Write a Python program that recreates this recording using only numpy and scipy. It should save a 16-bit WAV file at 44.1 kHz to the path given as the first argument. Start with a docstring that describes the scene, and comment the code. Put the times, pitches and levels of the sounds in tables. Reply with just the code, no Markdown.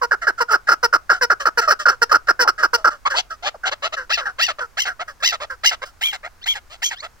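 """Beside a wall outdoors, a chukar partridge calls in a wicker cage close to a pair of microphones.
A fast run of hollow chucks and soft murmurs turns into hoarse rasps, which break upward into
two-voiced squeals and then ease off. Uneven pulses and puffs through a moving throat resonance make
the single-voiced notes; two coupled tones make the squeals, gliding harmonics the faint whistles.
Scattered treble, a short tail and steady filtered noise make the cage, the yard and the outdoors."""
import sys
import numpy as np
from scipy import signal
from scipy.fft import rfft, irfft
from scipy.io import wavfile
from scipy.ndimage import uniform_filter1d, map_coordinates

SR = 44100
rng = np.random.default_rng(int(sys.argv[2]) if len(sys.argv) > 2 else 0)


def int16_out(signal):
    """Quantize to a 16-bit WAV file."""
    q = np.round(np.clip(np.atleast_2d(signal).T, -1, 1) * 32767)
    wavfile.write(sys.argv[1], SR, q.astype(np.int16))


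N = 317520

EDGE_HZ = 15950  # upper band limit
BINS_HZ = np.fft.rfftfreq(2048, 1 / SR)

# Throat colour of tuks and chucks. Each row: frequency in Hz, gain in dB.
CHUCK_THROAT = [(200, -14), (330, -6.5), (500, -4.5), (900, -1), (1500, 1.5), (2300, -14.5), (2900, -12),
                (3550, -28), (4500, -13), (5500, -6), (6700, -30), (9500, -28.5), (12000, -28.5),
                (15500, -27.5)]
# Throat colour of rasps, also around squeals. Each row: frequency in Hz, gain in dB.
RASP_THROAT = [(200, -16), (330, -10), (500, -5), (900, -1.5), (1500, -5), (2300, -4), (2900, -1),
               (3600, -3), (4500, -6.5), (5500, -10), (6700, -14.5), (9500, -35), (12000, -34),
               (15500, -40)]
# Squeals. Each row: start in seconds, length in seconds, pitch the lower and the upper voice climb
# towards in Hz, level in dB, treble in dB, air in dB, lead-in in seconds, lead-in level in dB, tail level in dB.
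SQUEALS = [(4.113, 0.058, 2000, 2875, -16.5, 3.5, -19, 0.02, -18, -21.5),
           (4.406, 0.073, 2044, 2920, -14, 4.5, -14, 0.024, -18.5, -20),
           (4.782, 0.068, 2197, 3163, -19, 6, -11, .014, -19.5, -24),
           (5.234, 0.085, 2045, 2960, -12.5, 7, -14.5, .013, -18.5, -21.5),
           (5.646, 0.063, 2142, 3080, -13, 9, -13, 0.014, -17, -22),
           (6.016, .108, 2357, 3295, -17, -11.5, 8, 0.0087, -24.5, -26),
           (6.463, 0.085, 2381, 3346, -17.5, -7, 1, 0.0083, -25, -28.5),
           (6.826, 0.08, 2464, 3370, -19, 14.5, -13.5, 0.0086, -21.5, -26)]


def amp(db):
    """Decibels to gain."""
    return 10 ** (np.asarray(db) / 20)


def evened(x):
    """Scales to rms 1."""
    return x / np.sqrt(np.mean(x ** 2) + 1e-20)


def read(points, hz):
    """Interpolates a spectrum on a log-frequency axis."""
    points_hz, value = np.transpose(points)
    return np.interp(np.log(hz + 1), np.log(points_hz + 1), value)


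def contour(values, t):
    """Straight lines through values spread evenly over a note."""
    return np.interp(t, np.linspace(0, t[-1], len(values)), values)


def waver(t, cutoff_hz):
    """Random motion, low-passed at cutoff_hz; rms 1 over a quarter second, cut to the note."""
    hz = np.fft.rfftfreq(SR // 4, 1 / SR)
    spectrum = rfft(rng.standard_normal(SR // 4)) / (1 + (hz / cutoff_hz) ** 4)
    return evened(irfft(spectrum))[:len(t)]


def air_puffs(envelope):
    """Turbulent noise of rms 1, shaped by the airflow envelope."""
    return evened(envelope * rng.standard_normal(SR // 4)[:len(envelope)])


def add(mix, start_s, sound):
    """Lays a sound into the mix."""
    part = mix[max(round(start_s * SR), 0):][:len(sound)]
    part += sound[:len(part)]


def shelf(from_hz, to_hz):
    """Rises from 0 to 1 between two frequencies."""
    return np.interp(BINS_HZ, [from_hz, to_hz], [0, 1])


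def resonance(centre_hz, width_hz):
    """One peak of height 1, down to half at width_hz from its centre."""
    return 1 / (1 + ((BINS_HZ - centre_hz) / width_hz) ** 2)


def tract(x, gain_db):
    """A causal minimum-phase filter with this gain, so that resonances ring after each pulse."""
    log_gain = np.log(amp(np.r_[gain_db, gain_db[-2:0:-1]]))
    ring = np.fft.ifft(np.exp(np.conj(signal.hilbert(log_gain)))).real
    return signal.fftconvolve(x, ring[:len(BINS_HZ)])[:len(x)]


def swell(x, t, level_db, crest, rise_db, fade_db, attack_s, release_s):
    """Effort: loudness rises by rise_db to a crest (share of the length), then loses fade_db."""
    power = uniform_filter1d(uniform_filter1d(x ** 2, size=600), size=400)
    gate = np.clip(np.minimum(t / attack_s, (t[-1] - t) / release_s), 0, 1)
    gate = np.sin(np.pi / 2 * gate) ** 2  # rounded corners
    past = t / t[-1] - crest
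    rising_db = rise_db * (past / crest) ** 2
    fading_db = fade_db * (past / (1 - crest)) ** 2
    below_db = np.where(past < 0, rising_db, fading_db)
    return x / np.sqrt(abs(power) + 1e-12) * amp(level_db - below_db) * gate


def syrinx(t, length_s, pitch_hz, octaves_per_s, bend, jitter, rasp, settle, hiss):
    """Vibrating membranes release uneven pulses and puffs of air, sliding in pitch."""
    bend_s = .009
    rough = 1 + settle * (1 - 2 * t / length_s)  # settle > 0: clears; < 0: grows rougher
    hz = pitch_hz * 2 ** (octaves_per_s * (t - length_s / 2)) * np.exp(jitter * rough * waver(t, 260))
    hz *= 1 + bend * np.exp(-t / bend_s)  # starts off pitch
    turns = np.cumsum(hz) / SR
    k = np.arange(1, int(EDGE_HZ / hz.min()) + 1)[:, None]
    harmonics = np.cos(2 * np.pi * k * turns) * (k * hz < EDGE_HZ)
    pulses = evened(harmonics.sum(0)) * np.exp(rasp * rough * waver(t, 300))  # uneven strength
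    puffs = air_puffs(np.exp(-(turns % 1) / .5))
    noise_share = np.clip(hiss * BINS_HZ / 3000, .001, .9)  # of power; hiss is the share at 3 kHz
    return tract(pulses, 10 * np.log10(1 - noise_share)) + tract(puffs, 10 * np.log10(noise_share))


def throat(drive, t, colour_db, throat_hz, peak_db, peak_fade, width_hz, glide, thin_db, dull_db):
    """Air column whose resonance glides in pitch and strength; start, middle and end cross-fade."""
    voice = 0
    for stage, share in zip((1, 0, -1), np.eye(3)):
        height_db = peak_db * (1 + peak_fade * stage)
        peak = height_db * resonance(throat_hz * (1 + glide * stage), width_hz)
        tilt = dull_db * (abs(stage) - .5) * shelf(1800, 4900)  # dull_db < 0: middle brightest
        tilt = tilt - thin_db * stage * (BINS_HZ > 900)  # thin_db < 0: bass fills in late
        voice = voice + contour(share, t) * tract(drive, colour_db + peak + tilt)
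    return voice


def notes(rows, colour, effort, source, passage):
    """Single-voiced notes: syrinx into throat, with the beak governing the highest treble."""
    # Beaming by the beak above 6700 Hz. Each row: time in seconds, gain in dB.
    beam = [(0, 0.5), (3, -0.5), (3.5, -3.5), (4, -1.5), (5.8, 2), (6.1, 7), (7.2, 3)]
    out = np.zeros(N)
    for start_s, length_s, pitch_hz, level_db, throat_hz, treble_db in rows:
        t = np.arange(0, length_s, 1 / SR)
        drive = syrinx(t, length_s, pitch_hz, **source)
        colour_db = read(colour, BINS_HZ) + treble_db * shelf(1500, 3000)
        colour_db += np.interp(start_s, *np.transpose(beam)) * (BINS_HZ > 6700)
        # a nearly shut beak holds back the top early on
        colour_db += np.interp(start_s, [3, 4], [-4, 0]) * shelf(9000, 9800)
        voice = throat(drive, t, colour_db, throat_hz, **passage)
        add(out, start_s, swell(voice, t, level_db, **effort))
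    return out


def background(spectrum, level_db, apart):
    """Steady noise, mostly shared by the two microphones; apart is the side-to-mid ratio."""
    gain = amp(read(spectrum, np.fft.rfftfreq(N, 1 / SR)))
    mid, side = irfft(rfft(rng.standard_normal((2, N))) * gain, N)
    return amp(level_db) * evened(np.array([mid + apart * side, mid - apart * side]))


def outdoors():
    """Quiet outdoor air: a broad hush and a low rumble, each filtered random noise."""
    # Noise spectra. Each row: frequency in Hz, relative density in dB per Hz.
    hush = [(12, -44.5), (20, -3.5), (70, -29.5), (182, -11), (347, -11.5), (698, -10), (1190, -8),
            (1400, -7.5), (3440, -22.5), (5080, -18.5), (6720, -21), (16000, -44.5)]
    rumble = [(25, 2), (66, -2.5), (120, -12), (170, -24), (700, -37)]
    return background(hush, level_db=-56, apart=0.64) + background(rumble, level_db=-52, apart=0.54)


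def tuks():
    """Pulsed notes whose pitch falls slowly, so that it stays clear."""
    # Each row: start in seconds, length in seconds, mid pitch in Hz, level in dB,
    # throat resonance in Hz, treble in dB.
    tuk_rows = [(.012, .05, 487, -15, 1124, -5), (.402, 0.035, 477, -12.5, 1115, -1.5),
                (.503, 0.04, 436, -16, 1250, 4.5), (.827, 0.041, 469.6, -10, 1260, 1),
                (1.209, 0.05, 485.4, -11, 1630, -0.5), (1.571, .038, 460.5, -10.5, 1540, 2),
                (1.673, 0.037, 609, -10.5, 1170, -3), (2.014, 0.033, 459.8, -10.5, 1560, 4.5),
                (2.39, .056, 490, -9.5, 1593, 3.5), (2.73, 0.038, 474.6, -11, 1210, 4.5)]
    effort = dict(crest=0.32, rise_db=11.5, fade_db=12, attack_s=0.0056, release_s=0.0065)
    source = dict(octaves_per_s=-2.5, bend=0.085, jitter=.022, rasp=0.22, settle=0.74, hiss=0.35)
    passage = dict(peak_db=9.5, peak_fade=0.69, width_hz=220, glide=.05, thin_db=-1.5, dull_db=-12)
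    return notes(tuk_rows, CHUCK_THROAT, effort, source, passage)


def chucks():
    """Hollow pulsed notes: pitch falls steeply through a strong, narrow throat resonance."""
    # Each row: start in seconds, length in seconds, mid pitch in Hz, level in dB,
    # throat resonance in Hz, treble in dB.
    chuck_rows = [(.108, 0.045, 480.4, -11.5, 1540, -2.5), (.266, 0.045, 436.4, -11.5, 1586, 0),
                  (.53, 0.035, 432.5, -8, 1470, 1.5), (.682, 0.032, 499, -8.5, 1440, 3.5),
                  (.708, 0.038, 409.6, -9.5, 1440, 6.5), (.925, 0.045, 421.7, -8.5, 1363, 4.5),
                  (1.092, 0.044, 480, -8, 1480, 1.5), (1.297, .043, 479, -9, 1500, 0),
                  (1.452, 0.042, 405.6, -10, 1420, 0), (1.699, 0.041, 499, -9, 1465, 6.5),
                  (1.853, 0.03, 545, -8, 1445, -1), (1.877, 0.036, 466.4, -9, 1460, 5.5),
                  (2.111, 0.032, 495, -8.5, 1240, 5), (2.138, 0.034, 346.8, -8, 1420, 1.5),
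                  (2.281, 0.038, 418.3, -8, 1500, 1), (2.443, 0.033, 318, -23, 900, -15.5),
                  (2.472, 0.036, 419.7, -9.5, 1370, 8), (2.625, 0.04, 407, -9.5, 1400, 3),
                  (2.842, 0.03, 499.7, -8.5, 1370, -1), (2.866, .03, 329.2, -10, 1310, 1.5),
                  (3.541, 0.026, 528, -33.5, 755, -8)]
    effort = dict(crest=0.26, rise_db=8.5, fade_db=10.5, attack_s=0.0064, release_s=0.0027)
    source = dict(octaves_per_s=-26.5, bend=.25, jitter=.026, rasp=0.39, settle=0.5, hiss=0.42)
    passage = dict(peak_db=19.5, peak_fade=0.055, width_hz=233, glide=0.057, thin_db=-3, dull_db=-9.5)
    return notes(chuck_rows, CHUCK_THROAT, effort, source, passage)


def murmurs():
    """Soft notes in which air puffs outweigh the pulses in the treble."""
    # Each row: start in seconds, length in seconds, mid pitch in Hz, level in dB,
    # throat resonance in Hz, treble in dB.
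    murmur_rows = [(.212, 0.069, 637, -24, 1700, 6), (.375, 0.077, 659, -24.5, 1440, 12),
                   (.48, 0.099, 627, -20, 1290, 7.4), (.667, 0.049, 803, -21.5, 1700, 7.2),
                   (1.12, 0.072, 735, -18.5, 1540, 11.4), (1.395, 0.056, 557, -22.5, 1420, 16.4),
                   (1.606, 0.075, 672, -18.5, 1560, 12), (1.788, 0.061, 597, -23.5, 1450, 19.4),
                   (1.906, 0.055, 513, -22.5, 1410, 8.6), (2.09, 0.042, 540, -27, 1590, 10),
                   (2.269, 0.017, 742, -21.5, 1650, 15), (2.575, 0.098, 613, -23, 1560, 9),
                   (2.767, 0.079, 649, -35, 880, 14), (2.897, 0.08, 586, -28.5, 1350, 10.4),
                   (3.095, 0.1, 533, -20.5, 1540, 12.4), (3.298, 0.061, 648, -27.5, 1390, 15.8),
                   (3.631, 0.048, 729, -19.5, 1610, 2.3), (3.962, 0.093, 514.4, -23.5, 1550, 6.7),
                   (4.2, 0.069, 507, -27, 1510, 7), (4.25, 0.076, 774, -20.5, 1480, 4.8),
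                   (4.6, 0.064, 485, -21, 1377, 6), (4.868, 0.065, 722, -19.5, 1630, 6.5),
                   (5.073, 0.058, 597, -30.5, 1540, 12), (5.197, 0.061, 530, -38.5, 1430, 12),
                   (5.495, 0.063, 513, -25, 1490, 8.4), (5.848, 0.07, 702, -39.5, 1220, 23.5)]
    # Throat colour. Each row: frequency in Hz, gain in dB.
    colour = [(200, -7.5), (330, -1), (500, 0.5), (900, -3), (1500, 3.5), (2300, -19), (2900, -12),
              (3600, -20.5), (4500, -15.5), (5500, -10), (6700, -23.5), (9500, -29), (12000, -32),
              (15500, -32)]
    effort = dict(crest=0.23, rise_db=11, fade_db=25.5, attack_s=0.01, release_s=0.0018)
    source = dict(octaves_per_s=-2.5, bend=.06, jitter=.045, rasp=.14, settle=.2, hiss=0.86)
    passage = dict(peak_db=20, peak_fade=.15, width_hz=500, glide=0.079, thin_db=-2.5, dull_db=6.0)
    return notes(murmur_rows, colour, effort, source, passage)


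def rasps():
    """Hoarse rising notes: pulses of very unequal strength and pitch, growing rougher."""
    # Each row: start in seconds, length in seconds, mid pitch in Hz, level in dB,
    # throat resonance in Hz, treble in dB.
    rasp_rows = [(3.05, .036, 1164, -11.5, 1180, -10.5), (3.138, .028, 1012, -19.5, 1100, -12.5),
                 (3.155, 0.058, 713, -16.5, 915, 12), (3.422, 0.071, 785, -25, 850, 1.5),
                 (3.452, 0.045, 613.5, -19.5, 1375, 4), (3.65, 0.049, 771, -18, 1390, 1.5),
                 (3.71, 0.035, 604, -22, 1310, 0.5), (3.82, 0.062, 637.5, -19.5, 1250, 1.5),
                 (3.92, 0.038, 667, -24, 1210, 0), (4.582, 0.024, 643, -25, 1360, -8.5),
                 (4.99, .046, 691, -23.5, 1380, -7.5), (5.398, .058, 605, -25.5, 1210, -2.5),
                 (5.814, 0.037, 561, -25, 1500, -6.5), (6.228, 0.055, 652, -29.5, 1830, -13),
                 (6.695, .072, 702, -38.5, 1090, 8), (7.018, 0.056, 650, -30.5, 1380, -2)]
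    effort = dict(crest=0.52, rise_db=11.5, fade_db=11, attack_s=0.008, release_s=0.0034)
    source = dict(octaves_per_s=5.4, bend=-.12, jitter=0.06, rasp=0.42, settle=-0.63, hiss=.5)
    passage = dict(peak_db=10, peak_fade=0.25, width_hz=590, glide=0.013, thin_db=-1.5, dull_db=-7.5)
    return notes(rasp_rows, RASP_THROAT, effort, source, passage)


def squeal_leads():
    """Rising rasps that break into the squeals; pitch and throat scale with the lower voice."""
    overlap_s, pitch_share, throat_share, treble_db = .018, .35, 0.76, 3
    rows = []
    for start_s, _, lower_hz, *_, lead_s, lead_db, _ in SQUEALS:
        rows.append((start_s - lead_s, lead_s + overlap_s, pitch_share * lower_hz, lead_db,
                     throat_share * lower_hz, treble_db))
    effort = dict(crest=0.48, rise_db=21.5, fade_db=6.5, attack_s=0.0041, release_s=0.0054)
    source = dict(octaves_per_s=25, bend=-0.088, jitter=0.032, rasp=0.22, settle=-0.44, hiss=0.48)
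    passage = dict(peak_db=19, peak_fade=-0.22, width_hz=330, glide=-0.14, thin_db=-2, dull_db=-12)
    return notes(rows, RASP_THROAT, effort, source, passage)


def squeals(coupling=0.82, upper=1.86, jitter=0.027, shimmer=0.28, hiss_db=-14):
    """Both sides of the syrinx sing one arch; each chops the other's airflow: sum and difference tones."""
    # Throat colour. Each row: frequency in Hz, gain in dB.
    colour = [(300, -32), (900, -23), (1400, -6.5), (2000, -8.5), (2650, -4.5), (3200, 2), (3800, 0.5),
              (5000, -6), (6000, -6.5), (7000, -2.5), (8000, -7), (9800, -20.5), (11800, 8), (13500, -1),
              (15500, -8)]
    swoop, swoop_s, droop, droop_s = 0.4, 0.011, 0.257, .011  # shares of the pitch, time constants
    beak_ratio, beak_db, beak_width_hz = 1.96, 5, 900  # the beak resonates higher for higher calls
    effort = dict(crest=0.35, rise_db=10.5, fade_db=18.5, attack_s=0.0099, release_s=0.0033)
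    out = np.zeros(N)
    for start_s, length_s, lower_hz, upper_hz, level_db, treble_db, air_db, *_ in SQUEALS:
        t = np.arange(0, length_s, 1 / SR)
        arch = 1 - swoop * np.exp(-t / swoop_s)
        arch *= 1 - droop * np.exp((t - length_s) / droop_s)
        voices = []
        for top_hz in (lower_hz, upper_hz):
            hz = top_hz * arch * (1 + jitter * (waver(t, 280) + .5 * waver(t, 57.6)))
            tone = np.cos(2 * np.pi * np.cumsum(hz) / SR)
            voices.append(tone * (1 + shimmer * waver(t, 100)))
        low, high = voices
        flow = np.exp(coupling * (low + upper * high))
        drive = evened(flow - flow.mean()) + amp(hiss_db) * air_puffs(np.sqrt(flow))
        colour_db = read(colour, BINS_HZ) + treble_db * shelf(3200, 6160) + air_db * shelf(5170, 8600)
        colour_db += beak_db * resonance(beak_ratio * upper_hz, beak_width_hz)
        flutter = amp(2.5 * np.tanh(waver(t, 160)))  # within 2.5 dB either way
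        add(out, start_s, swell(tract(drive, colour_db), t, level_db, **effort) * flutter)
    return out


def squeal_tails():
    """Falling, airy rasps into which the squeals drop; pitch and throat scale with the lower voice."""
    length_s, overlap_s, pitch_share, throat_share, treble_db = .053, 0.0043, .32, 0.69, 2.5
    rows = []
    for start_s, squeal_s, lower_hz, *_, tail_db in SQUEALS:
        rows.append((start_s + squeal_s - overlap_s, length_s, pitch_share * lower_hz, tail_db,
                     throat_share * lower_hz, treble_db))
    effort = dict(crest=0.26, rise_db=19, fade_db=13.5, attack_s=0.0099, release_s=0.011)
    source = dict(octaves_per_s=-7, bend=0.24, jitter=0.061, rasp=.37, settle=0.1, hiss=0.82)
    passage = dict(peak_db=14.5, peak_fade=0.1, width_hz=500, glide=0.14, thin_db=0.5, dull_db=-4.5)
    return notes(rows, RASP_THROAT, effort, source, passage)


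def whistles(jitter=0.048, overtones_db=(-9, 0, -10)):
    """Faint rising squeaks of unsteady pitch: three harmonics, the second strongest."""
    # Each row: start in seconds, length in seconds, pitch at start and at end in Hz, level in dB.
    whistle_rows = [(6.413, 0.043, 1264, 2300, -38), (6.953, 0.072, 1334, 2450, -40)]
    out = np.zeros(N)
    for start_s, length_s, *pitch_hz, level_db in whistle_rows:
        t = np.arange(0, length_s, 1 / SR)
        hz = contour(pitch_hz, t) * (1 + jitter * waver(t, 560))
        angle = 2 * np.pi * np.cumsum(hz) / SR
        tone = sum(amp(db) * np.sin((k + 1) * angle) for k, db in enumerate(overtones_db))
        shape = np.sin(np.pi * t / length_s) * np.exp(.5 * waver(t, 120))
        add(out, start_s, amp(level_db) * evened(tone * shape))
    return out


def microphones(x):
    """Path differences: the call reaches the left later; the paths change as the bird lowers its head."""
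    # Left against right. Each row: frequency in Hz, delay in ms and level in dB with the head high,
    # delay in ms and level in dB with the head low.
    ports = [(435, 0.027, -1, 0.097, -0.5), (950, 0.23, 0.5, 0.16, 1), (1410, 0.1, 0.5, 0.15, 0),
             (2236, 0.15, 4, 0.059, 1), (2906, 0.14, 7, 0.18, 5.5), (4740, 0.24, 2, 0.19, -0.5),
             (5830, 0.22, 7.5, 0.23, 6.5), (7530, 0.29, -5.5, 0.18, -5), (8600, 0.26, 6, 0.13, 6),
             (11100, 0.24, -10.5, 0.14, -7.5), (14970, 0.086, 3.5, 0.12, 1)]
    hz = np.fft.rfftfreq(N, 1 / SR)
    points_hz, *columns = np.transpose(ports)
    sunk = np.interp(np.arange(N) / SR, [4.04, 4.08], [0, 1])
    pair = 0
    for share, (delay_ms, side_db) in zip((1 - sunk, sunk), np.split(np.array(columns), 2)):
        # half the delay and level on the left, the inverse on the right
        late = np.exp(-1j * np.pi * hz * np.interp(hz, points_hz, delay_ms) / 1000)
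        left = late * amp(.5 * np.interp(hz, points_hz, side_db))
        pair = pair + share * irfft(rfft(x) * np.array([left, 1 / left]), N)
    return pair


def cage(pair, echo_db=-12, count=6):
    """Thin canes scatter the treble; each path drifts as the head moves, so notches wander."""
    at = np.arange(N)
    treble = signal.sosfilt(signal.butter(1, 2000, "high", fs=SR, output="sos"), pair)
    moments = np.linspace(0, N, 20)
    out = pair.copy()
    for path_ms in np.geomspace(.6, 6, count):
        drift = np.interp(at, moments, rng.standard_normal(len(moments)))
        for channel in (0, 1):
            delay = (path_ms + .07 * drift + .03 * rng.standard_normal()) * SR / 1000  # samples
            out[channel] += amp(echo_db) * map_coordinates(treble[channel], [at - delay], order=1)
    return out


def head_turn(pair):
    """The turning head shifts the level between left and right."""
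    # Each row: time in seconds, left minus right in dB.
    turn = [(.1, -3.5), (.7, -1.2), (2, -2), (3.5, -2), (4.199, 0), (5.699, -2.5), (6.202, -1), (7.1, -2.7)]
    lean = amp(np.interp(np.arange(N) / SR, *np.transpose(turn)) / 2)
    return pair * np.array([lean, 1 / lean])


def yard(x, wet_db=-14.5):
    """A faint tail of sparse echoes from wall and yard, dying fastest in the treble."""
    # Each row: frequency in Hz, time to decay by 60 dB in seconds.
    decay = [(200, 0.28), (1400, 0.16), (15000, 0.12)]
    signs = rng.choice([-1., 1.], (2, SR // 2))
    taps = signs * (rng.random((2, SR // 2)) < 2500 / SR)  # 2500 echoes a second on average
    hz, t, z = signal.stft(taps, SR, nperseg=256)
    close_wall = 1 + 2 * np.exp(-t / 0.0016)  # strongest first echoes
    fading = amp(-60 * t / read(decay, hz)[:, None])
    tail = signal.istft(z * fading * close_wall, SR, nperseg=256)[1]
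    tail = tail / np.linalg.norm(tail[0])
    return amp(wet_db) * signal.fftconvolve(x[None], tail, axes=1)[:, :N]


def scene():
    """The bird through its cage and yard, over the quiet outdoors."""
    quiet = outdoors()
    bird = tuks() + chucks() + murmurs() + rasps()
    bird += squeal_leads() + squeals() + squeal_tails() + whistles()
    direct = head_turn(cage(microphones(bird)))
    return direct + yard(bird) + quiet


def record(dry):
    """Rounds off loud peaks, then low-passes at the band limit."""
    rounded = dry / (1 + abs(dry) ** 6) ** (1 / 6)
    lowpass = signal.firwin(511, EDGE_HZ, window=("kaiser", 9), fs=SR)
    return signal.oaconvolve(rounded, lowpass[None], "same")


dry = scene()
out = record(dry)
int16_out(out)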